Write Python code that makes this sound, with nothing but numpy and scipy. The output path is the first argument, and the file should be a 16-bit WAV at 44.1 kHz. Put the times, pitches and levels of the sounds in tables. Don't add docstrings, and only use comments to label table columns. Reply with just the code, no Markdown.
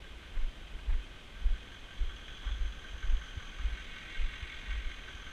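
import sys
import numpy as np
from scipy import signal
from scipy.fft import rfft, irfft
from scipy.io import wavfile
from scipy.ndimage import map_coordinates

SR = 44100
rng = np.random.default_rng(int(sys.argv[2]) if len(sys.argv) > 2 else 0)


def int16_out(signal):
    q = np.round(np.clip(np.atleast_2d(signal).T, -1, 1) * 32767)
    wavfile.write(sys.argv[1], SR, q.astype(np.int16))


N = 234964
T = np.arange(N) / SR
FREQS_HZ = np.maximum(np.fft.rfftfreq(N, 1 / SR), 1)

# block/dB, sump/dB, cover/dB, head/dB
CYLINDER_STRIKES = [(-3.5, 1, -4, 0), (5.5, 4, -1.5, 1.5), (.5, -.5, -6, 1), (-1.5, -2, 2, -.5),
                    (-3.5, -1.5, 2.5, 2.2), (-1.5, -1, 1.5, -2.5), (-1, -1.5, -1, -2.5), (-1, 0, .5, .5)]
# f/Hz, width/Hz, level/dB
BLOCK_MODES = [(1142, 143, -4), (1306, 300, -4), (1505, 55, 3.5), (1581, 122, 1), (1740, 300, -3.5)]
SUMP_MODES = [(1886, 90, -2.5), (1935, 200, -2.5), (2173, 284, 1.5), (2335, 290, -6.5), (2764, 155, -1.5),
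              (3440, 180, -3.5), (3780, 490, -9)]
COVER_MODES = [(2492, 61, 0)]
HEAD_MODES = [(2992, 305, -1), (3154, 125, 4.5), (3320, 255, 0), (3956, 350, -10.5), (4615, 260, -17)]
TICK_MODES = [(4330, 2900, -6.5), (7780, 1700, -9)]
SIZZLE_MODES = [(6220, 640, 0)]
# f/Hz, width/Hz, level/dB
HISS_BANDS = [(3300, 260, -6), (3440, 170, -6.5)]
# t/s, distance/m
WALK_PATH = [(0, 8.8), (1.0, 9.5), (1.7, 6), (2.4, 4.44), (3.3, 3.54), (5.33, 3.67)]
# t/s, heel/dB, f/Hz, forefoot lag/s, forefoot/dB, shudder re jolt/dB, grit/dB, scuff width/s
FOOTFALLS = [(0.384, -22.5, 22, 0.054, -21.5, -6, -56.5, 0.015),
             (0.916, -21.5, 19.7, .040, -25, -7, -50.5, 0.0078), (1.466, -17, 27, 0.052, -22, -8, -72, .03),
             (2.017, -22.5, 26, 0.05, -27, -3.5, -67, .03), (2.471, -25, 39, 0.051, -24, -1, -55.5, 0.028),
             (2.616, -25, 29.8, .036, -26, -3.5, -71, .03), (3.102, -20, 22, 0.0398, -22, -7, -62.5, .05),
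             (3.655, -23, 33.4, 0.0765, -30.5, -3.5, -61.5, .04),
             (4.204, -24, 24, 0.049, -21.5, -8, -64, 0.038), (4.714, -29, 31, .054, -30.5, 5.5, -58, 0.011)]
# t/s, peak/dB, f/Hz
WALK_THUDS = [(0.758, -32, 29.2), (0.89, -23.5, 36.7), (2.947, -30, 39), (3.047, -25, 37.3),
              (3.378, -29.5, 62), (3.602, -33, 41.5), (4.431, -33, 59), (4.865, -28.5, 21.7),
              (5.155, -37, 49.6), (5.291, -40, 45)]
# f/Hz, relative level/dB
CLOTH_SPECTRUM = [(15, -.5), (35, 6.5), (65, 3), (95, -18), (150, -27), (400, -56), (2000, -96)]
GRIT_SPECTRUM = [(200, -34), (500, 6.5), (1200, 13), (2200, 12.5), (3200, -7), (5000, -19), (9000, -17),
                 (15000, -38)]
TRAFFIC_SPECTRUM = [(10, -2.5), (25, 3.5), (55, -1), (100, -14), (250, -17.5), (500, -22), (900, -26),
                    (2000, -27.5), (3400, -24.5), (4400, -36.5), (5500, -39.5), (8000, -43), (11000, -50),
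                    (15000, -56.5)]


def diesel(firing_hz=42.865, first_s=.014, jitter_s=.0005, scatter_db=1.1):
    firing = np.arange(int(N / SR * firing_hz))
    chance = rng.standard_normal((len(firing), 2))
    times_s = first_s + firing / firing_hz + jitter_s * chance[:, 0]
    strikes_db = np.array(CYLINDER_STRIKES)[firing % len(CYLINDER_STRIKES)].T
    on_block, on_sump, on_cover, on_head = strikes_db + scatter_db * chance[:, 1]
    block_db, sump_db, head_db, sizzle_db = approach()
    near_db = sump_db - sump_db.mean()
    clank = clink(times_s, 1.4 * on_block, hz=1562, spread_hz=22, decay_s=.017)
    clank *= undb(-4.8 + .08 * near_db)
    chink = clink(times_s, 2 * on_sump, hz=2195, spread_hz=18, decay_s=.015) * undb(-9 + .2 * near_db)
    chink += clink(times_s, on_sump, hz=1897, spread_hz=10, decay_s=.02) * undb(-14 + .4 * near_db)
    block = rattle(knocks(times_s, on_block, decay_s=.015, churn=.42), BLOCK_MODES) + clank
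    sump = rattle(knocks(times_s, on_sump, decay_s=.018, churn=.52), SUMP_MODES) + chink
    cover = rattle(knocks(times_s, on_cover, decay_s=.0037, churn=.049), COVER_MODES)
    cover += undb(-1.5) * clink(times_s, on_cover, hz=2492, spread_hz=27, decay_s=.0071)
    head = rattle(knocks(times_s, on_head, decay_s=.012, churn=.26), HEAD_MODES)
    ticks = rattle(knocks(times_s, on_head, decay_s=.0044, churn=.26), TICK_MODES)
    sizzle = rattle(knocks(times_s, on_head, decay_s=.024, churn=.24), SIZZLE_MODES)
    return (block * undb(block_db) + sump * undb(sump_db) + head * undb(head_db)
            + cover * undb(-67 + .55 * near_db) + ticks * undb(sump_db - 20.5)
            + sizzle * undb(sizzle_db))


def knocks(times_s, strikes_db, decay_s, churn, rise_s=.0024):
    force = np.zeros(N)
    for at_s, size in zip(times_s, undb(strikes_db)):
        span, age_s = after_strike(at_s)
        force[span] += size * np.exp(-age_s / decay_s) * (1 - np.exp(-age_s / rise_s))
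    return force + churn


def rattle(force, modes):
    spectrum = 0
    for hz, width_hz, db in modes:
        response = 1 / (1 + 1j * (FREQS_HZ / hz - hz / FREQS_HZ) * hz / width_hz) ** 2
        spectrum += undb(db) * response * rfft(force * rng.standard_normal(N))
    return level(irfft(spectrum, N), 0)


def clink(times_s, strikes_db, hz, spread_hz, decay_s):
    out = np.zeros(N)
    for at_s, size, detune in zip(times_s, undb(strikes_db), rng.standard_normal(len(times_s))):
        span, age_s = after_strike(at_s)
        fade = np.exp(-age_s / decay_s) - np.exp(-4 * age_s / decay_s)
        out[span] += size * fade * np.sin(2 * np.pi * (hz + spread_hz * detune) * age_s)
    return level(out, 0)


def approach(abreast_s=4.34, half_width_s=.77):
    distance_m = np.interp(T, *np.transpose(WALK_PATH))
    loss_db = 20 * np.log10(distance_m)
    abreast = np.exp(-((T - abreast_s) / half_width_s) ** 4)
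    block_db = -44.5 - loss_db
    sump_db = -56 - .41 * loss_db + 9.5 * abreast
    head_db = -46 - .89 * loss_db
    sizzle_db = -51.5 - 1.404 * loss_db - 2.5 * abreast
    return block_db, sump_db, head_db, sizzle_db


def hiss(top_s=2.53, top_db=-53.5, swell_db_per_s=17, release_db_per_s=204, climb_per_s=.07):
    before_s, after_s = np.maximum(top_s - T, 0), np.maximum(T - top_s, 0)
    steady = rattle(np.ones(N), HISS_BANDS)
    climbing = map_coordinates(steady, [np.cumsum(1 - climb_per_s * before_s)], mode="mirror")
    return climbing * undb(top_db - swell_db_per_s * before_s - release_db_per_s * after_s)


def jolts(thud_shudder_db=-18):
    out = [(at_s, db, hz, thud_shudder_db) for at_s, db, hz in WALK_THUDS]
    for at_s, heel_db, hz, lag_s, forefoot_db, shudder_db, _, _ in FOOTFALLS:
        out += [(at_s, heel_db, hz, shudder_db), (at_s + lag_s, forefoot_db, hz, shudder_db)]
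    return out


def thuds(mount_hz=50, decay_s=.037, rise_s=.021, skew=.081):
    out = np.zeros(N)
    for at_s, db, hz, shudder_db in jolts():
        span = slice(max(int((at_s - .1) * SR), 0), int((at_s + .3) * SR))
        age_s = T[span] - at_s
        exponent = (np.pi * hz * age_s * (1 - skew * np.sign(age_s))) ** 2
        push = (2 * exponent - 1) * np.exp(-exponent)
        after_s = np.maximum(age_s, 0)
        fade = np.exp(-after_s / decay_s) * (1 - np.exp(-(after_s / rise_s) ** 2))
        shudder = -np.cos(2 * np.pi * mount_hz * after_s) * fade
        out[span] += undb(db) * (push + undb(shudder_db) * shudder)
    return out


def clothing(lag_s=.0049, width_s=.039, re_jolt_db=-19):
    power = sum(undb(2 * db) * np.exp(-((T - at_s - lag_s) / width_s) ** 2) for at_s, db, _, _ in jolts())
    murmur = colour(rng.standard_normal(N), CLOTH_SPECTRUM)
    return level(murmur, re_jolt_db) * np.sqrt(power)


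def gravel(grains_per_s=4000, spread_db=7, lead_s=.016, forefoot_db=-3):
    hits = rng.random(N) < grains_per_s / SR
    sizes = undb(spread_db * np.minimum(rng.exponential(size=N), 3)) * rng.choice([-1, 1], N)
    pressure = np.zeros(N)
    for at_s, _, _, lag_s, _, _, grit_db, width_s in FOOTFALLS:
        heel, forefoot = (np.exp(-.5 * ((T - s + lead_s) / width_s) ** 2) for s in (at_s, at_s + lag_s))
        pressure += undb(grit_db) * (heel + undb(forefoot_db) * forefoot)
    return level(colour(hits * sizes, GRIT_SPECTRUM), 0) * pressure


def traffic(rms_db=-47.5):
    return level(colour(rng.standard_normal(N), TRAFFIC_SPECTRUM), rms_db)


def after_strike(at_s):
    start = max(int(at_s * SR), 0)
    span = slice(start, start + SR // 8)
    return span, T[span] - start / SR


def undb(db):
    return 10 ** (np.asarray(db) / 20)


def level(x, rms_db):
    return x * undb(rms_db) / np.sqrt(np.mean(x ** 2))


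def colour(x, spectrum):
    hz, db = np.transpose(spectrum)
    return irfft(rfft(x) * undb(np.interp(np.log(FREQS_HZ), np.log(hz), db)), N)


def scene():
    return (diesel() + hiss() + thuds() + clothing() + gravel() + traffic())[None]


def record(dry, fade_s=.004, cutoff_hz=15150):
    fade = np.minimum(np.minimum(T, T[-1] - T) / fade_s, 1)
    lowpass = signal.ellip(10, .1, 80, cutoff_hz, fs=SR, output="sos")
    return signal.sosfilt(lowpass, dry * fade)


dry = scene()
out = record(dry)
int16_out(out)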